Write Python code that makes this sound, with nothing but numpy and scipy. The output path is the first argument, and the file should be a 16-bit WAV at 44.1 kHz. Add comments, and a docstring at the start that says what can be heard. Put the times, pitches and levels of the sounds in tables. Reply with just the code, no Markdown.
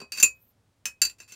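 """A small room: a plunger handle knocks and scrapes against the neck of a glass bottle propped on a table.
Each knock is a dry clack, a hollow tock of the handle and a short glassy ring whose partials depend on
the point of contact; hard ones thump the table. Scrapes are dense tiny slips that rasp and ring the glass.
A very thin, high whistle slides down as the handle swings clear. Quiet room tone lies underneath."""
import sys
import numpy as np
from scipy import signal
from scipy.fft import rfft, irfft
from scipy.io import wavfile

SR = 44100
rng = np.random.default_rng(int(sys.argv[2]) if len(sys.argv) > 2 else 0)


def bounce(signal):
    """Save signal as a 16-bit WAV file at the path given by the first command-line argument."""
    frames = np.transpose(np.atleast_2d(signal))
    limited = np.clip(frames, -1, 1)
    pcm = np.round(limited * 32767).astype(np.int16)
    wavfile.write(sys.argv[1], SR, pcm)


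N = 59535
RING_S = .35

# Glass modes, six clusters. Each row of a cluster: frequency in Hz, level in dB, T60 in seconds.
GLASS_MODES = [
    [(2535, 2, .21), (2300, -24, .24), (2471, -13, .11), (1933, -22, .16)],
    [(2651, -2, .125), (2696, -1.5, 0.083), (2785, -12, 0.078)],
    [(4621, 0, .14), (4654, -8, .11), (4089, -19, .14), (6572, -15, .1), (8435, -19, .15)],
    [(6168, 3, 0.081), (6228, -6.5, .09), (6330, -11.5, 0.08), (6350, -12.5, .11), (5365, -10, .11),
     (6694, -14.5, 0.034)],
    [(7130, -1.5, 0.1), (7017, -0.5, 0.1), (9570, -9, 0.073), (6160, -17, 0.13), (11034, -16.5, 0.044)],
    [(7302, 1.5, 0.089), (7247, -8, .12), (7646, -13, 0.037)],
]
# Table top modes. Each row: frequency in Hz, level in dB re the thump, T60 in seconds.
TABLE_MODES = [(387, -12.5, 0.11), (401, -4, 0.15), (527, -22.5, 0.39), (1064, -15, 0.22)]
# Spectra of contact, hollow handle and table thump. 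Each row: frequency in Hz, relative density in dB.
CLACK_SPECTRUM = [(100, -18.5), (400, -14), (800, -14.5), (1150, -8), (1600, -5.5), (2200, -3), (2700, 1),
                  (3400, -6.5), (4200, 0.5), (4900, -4.5), (5500, 4.5), (6500, 0.5), (7300, 1),
                  (8200, -0.5), (9200, 1), (10200, -8.5), (11100, -1.5), (12200, -11.5), (14000, 3.5),
                  (14700, -11), (15600, -10), (16500, -28)]
TOCK_SPECTRUM = [(300, -37.5), (1150, -22.5), (1480, 2.5), (1850, -3.5), (2200, -17.5), (4000, -38)]
THUMP_SPECTRUM = [(25, -45.5), (60, -22.5), (130, -3), (220, 0), (320, -4.5), (500, -11.5), (800, -13.5),
                  (1500, -25.5), (4000, -60.5)]
# Each row: start in seconds, clack level in dB, clack tilt in dB per octave, tock level in dB,
# thump level in dB, damping by the handle in dB per second, then six glass cluster levels in dB.
KNOCKS = [ (0.0020, -42, -4, -48.5, -49, 5.3, -54, -55, -43, -70, -66, -74),
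          (0.0150, -39, -7.5, -67, -48, 3.1, -52.5, -84, -54, -91, -71, -54),
          (0.1199, -29, -0.5, -45, -65, 6.9, -44.5, -41.5, -32.5, -46, -59, -50.5),
          (0.1814, -40.5, 0, -56.5, -73.5, 40, -55, -44, -35, -50.5, -57.5, -51.5),
          (0.1993, -25, 1.8, -38.5, -74, 320, -64, -49, -38, -25, -26, -29),
          (0.227, -11.5, 1.9, -38, -54.5, 84, -44.5, -15.5, -54, -19, -14, -15.5),
          (0.231, -15.5, 0, -50, -38, 31, -22, -42, -28, -25, -12.5, -14),
          (0.855, -20.5, -0.5, -33.5, -61.5, 12.7, -37.5, -46.5, -50, -28, -38, -33),
          (1.0170, -13, 0.74, -30.5, -55.5, 68, -44, -23.5, -16.5, -24, -31, -15.5),
          (1.0510, -26, 0, -59.5, -54.5, 118, -47.5, -42, -26.5, -30.5, -49, -29.5),
          (1.0969, -39.5, -1.5, -62, -75, 180, -55, -46, -70, -74, -90, -41.5),
          (1.2014, -42, -4, -51, -81, 71, -61, -50, -57, -47.5, -70, -50),
          (1.3214, -41, -1.3, -50.5, -64, 96, -72, -63, -68, -45.5, -74, -50), ]


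def knocks():
    """The handle strikes the glass and shakes the table: returns clacks, glass ring and table sound."""
    clacks, rings, table = np.zeros((3, N))
    t = np.arange(round(RING_S * SR)) / SR
    clusters = [ring(modes, t) for modes in GLASS_MODES]
    table_top = ring(TABLE_MODES, t)
    blow = struck(t, rise_s=.00061, t60_s=.022)
    chatter = amp(-11.5) * struck(t, rise_s=.00061, t60_s=.087)  # loose contact buzzes on
    clack_envelope = np.hypot(blow, chatter)
    tock_envelope = struck(t, rise_s=.0021, t60_s=.057)
    thump_envelope = struck(t, rise_s=.0019, t60_s=.11)
    table_sway = amp(-33.5) * struck(t, rise_s=.04, t60_s=.26) * np.sin(2 * np.pi * 61.1 * t)
    for start_s, clack_db, tilt_db, tock_db, thump_db, damping_db_per_s, *cluster_db in KNOCKS:
        bright, hollow, low = rng.standard_normal((3, len(t)))
        add(clacks, start_s, amp(clack_db) * clack_envelope * colour(bright, CLACK_SPECTRUM, tilt_db))
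        add(clacks, start_s, amp(tock_db) * tock_envelope * colour(hollow, TOCK_SPECTRUM))
        glass = sum(amp(db) * tone for db, tone in zip(cluster_db, clusters))
        add(rings, start_s, amp(-damping_db_per_s * t) * glass)
        thump = thump_envelope * colour(low, THUMP_SPECTRUM) + table_top
        add(table, start_s, amp(thump_db) * thump + amp(clack_db) * table_sway)
    return clacks, rings, table


# Each row: start in seconds, length in seconds, reference level in dB, swell in dB.
# A scrape grows from two swells below its reference to one below.
SCRAPES = [(0.122, .046, -47, 1.5), (0.169, .04, -36, 3.5), (1.183, 0.049, -55.5, 3),
           (1.276, 0.19, -48.5, 5.5)]
# Each entry: level of one glass cluster in dB re the rasp.
SCRAPE_CLUSTER_DB = [-12, -0.5, -2, -8, -11, -2]


def scrapes(slips_per_s=2500, slip_spread_db=3, attack_s=.0043, release_s=.008):
    """Dense tiny slips of the handle rasp and keep the glass singing: returns rasp and glass ring."""
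    t = np.arange(N) / SR
    force = np.zeros(N)
    for start_s, length_s, db, swell_db in SCRAPES:
        age_s = t - start_s
        progress = np.clip(age_s / length_s, 0, 1)
        attack = np.clip(age_s / attack_s, 0, 1)
        release = np.exp(-np.maximum(age_s - length_s, 0) / release_s)
        force += attack * amp(db + swell_db * (progress - 2)) * release
    impulses = (rng.random(N) < slips_per_s / SR) * rng.choice([-1, 1], N)
    slip_db = slip_spread_db * np.minimum(rng.exponential(1, N), 4)
    slips = unit(impulses * amp(slip_db))
    clusters = [ring(modes, t[t < RING_S]) for modes in GLASS_MODES]
    glass = sum(amp(db) * tone / np.linalg.norm(tone) for db, tone in zip(SCRAPE_CLUSTER_DB, clusters))
    rasp = force * colour(slips, CLACK_SPECTRUM, tilt_db=-2.26)
    return rasp, signal.fftconvolve(force * slips, glass)[:N]


# Hiss around a whistle. Each row: frequency in Hz, relative density in dB.
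HISS_SPECTRUM = [(6000, -30), (11000, -13.5), (12500, 0), (15500, -1.5), (16300, -20)]
# Each row: start in seconds, length in seconds, start pitch in Hz, end pitch in Hz, level in dB.
WHISTLES = [(0.332, 0.0847, 14960, 13500, -74.5), (0.397, 0.0658, 13590, 11650, -66),
            (.43, 0.073, 15500, 11770, -75.5), (0.461, 0.058, 13130, 11730, -70.5),
            (0.466, 0.064, 15500, 11800, -78)]


def whistles(width_hz=200, hiss_db=-2):
    """Faint narrow bands of noise swell, slide down and fade in a little hiss."""
    out = np.zeros(N)
    pole = np.exp(-np.pi * width_hz / SR)
    for start_s, length_s, start_hz, end_hz, db in WHISTLES:
        noise = rng.standard_normal((3, round(RING_S * SR)))
        real, imag = signal.lfilter([1], [1, -2 * pole, pole * pole], noise[:2])
        progress = np.arange(0, 1, 1 / (length_s * SR))
        pitch_hz = start_hz + (end_hz - start_hz) * progress
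        carrier = np.exp(2j * np.pi * np.cumsum(pitch_hz) / SR)
        tone = unit((carrier * (real + 1j * imag)[:len(progress)]).real)
        hiss = amp(hiss_db) * colour(noise[2], HISS_SPECTRUM)[:len(progress)]
        swell = np.sqrt(np.sin(np.pi * progress))
        add(out, start_s, amp(db) * swell * (tone + hiss))
    return out


# Room decay. Each row: frequency in Hz, T60 in seconds.
ROOM_T60_S = [(100, 0.069), (400, 0.2), (1500, .14), (4000, 0.1), (8000, .125), (15000, .11)]


def room(x, delay_s=.003):
    """Dense short reflections of a small room, the low mids lasting longest."""
    hz, t, spectra = signal.stft(rng.standard_normal(SR // 2), SR, nperseg=256)
    decay = np.exp(-np.log(1000) * t / read(ROOM_T60_S, hz)[:, None])
    tail = signal.istft(spectra * decay, SR, nperseg=256)[1]
    tail *= np.clip(np.arange(len(tail)) / SR / delay_s - 1, 0, 1)
    return signal.fftconvolve(x, tail / np.linalg.norm(tail))[:N]


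# Room tone. Each row: frequency in Hz, relative density in dB.
ROOM_TONE_SPECTRUM = [(15, -42), (25, -15.5), (108, 0), (141, -9.5), (229, -11), (384, -19.5), (427, -17),
                      (936, -22), (2110, -28.5), (7920, -33), (16000, -43)]


def room_tone(level_db=-68.5):
    """Steady quiet noise, mostly bass."""
    return amp(level_db) * colour(rng.standard_normal(N), ROOM_TONE_SPECTRUM)


def ring(modes, t, rise_s=.0016):
    """Struck modes ring as decaying sines."""
    return np.sqrt(2) * sum(amp(db) * struck(t, rise_s, t60_s) * np.sin(2 * np.pi * hz * t)
                            for hz, db, t60_s in modes)


def struck(t, rise_s, t60_s):
    """Quick rise, exponential decay."""
    return (1 - np.exp(-t / rise_s)) * np.exp(-np.log(1000) * t / t60_s)


def colour(x, spectrum, tilt_db=0):
    """Applies a spectrum and a tilt per octave above 400 Hz; returns rms 1."""
    hz = np.fft.rfftfreq(len(x), 1 / SR)
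    octaves = np.log2(np.maximum(hz, 400))
    return unit(irfft(rfft(x) * amp(read(spectrum, hz) + tilt_db * octaves), len(x)))


def read(points, hz):
    """Interpolates a table over log frequency."""
    points_hz, values = np.transpose(points)
    return np.interp(np.log(hz + 1), np.log(points_hz + 1), values)


def amp(db):
    """Decibels to gain."""
    return np.exp(np.asarray(db) * (np.log(10) / 20))


def unit(x):
    """Scales to rms 1."""
    return x / np.sqrt(np.mean(x ** 2) + 1e-20)


def add(mix, start_s, sound):
    """Mixes a sound in at a time."""
    part = mix[max(round(start_s * SR), 0):][:len(sound)]
    part += sound[:len(part)]


def scene(contact_send_db=-6, glass_send_db=-15):
    """Knocks, scrapes and whistles over room tone, in mono; contact noise and glass reverberate."""
    clacks, rings, table = knocks()
    rasp, singing = scrapes()
    contact, glass = clacks + rasp, rings + singing
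    echoes = room(amp(contact_send_db) * contact + amp(glass_send_db) * glass)
    background = room_tone()
    return (contact + glass + table + echoes + whistles() + background)[None]


def record(dry, cutoff_hz=16300):
    """Steep low-pass on the top treble."""
    lowpass = signal.firwin(255, cutoff_hz, window=("kaiser", 9), fs=SR)
    return signal.oaconvolve(dry, lowpass[None], "same")


dry = scene()
out = record(dry)
bounce(out)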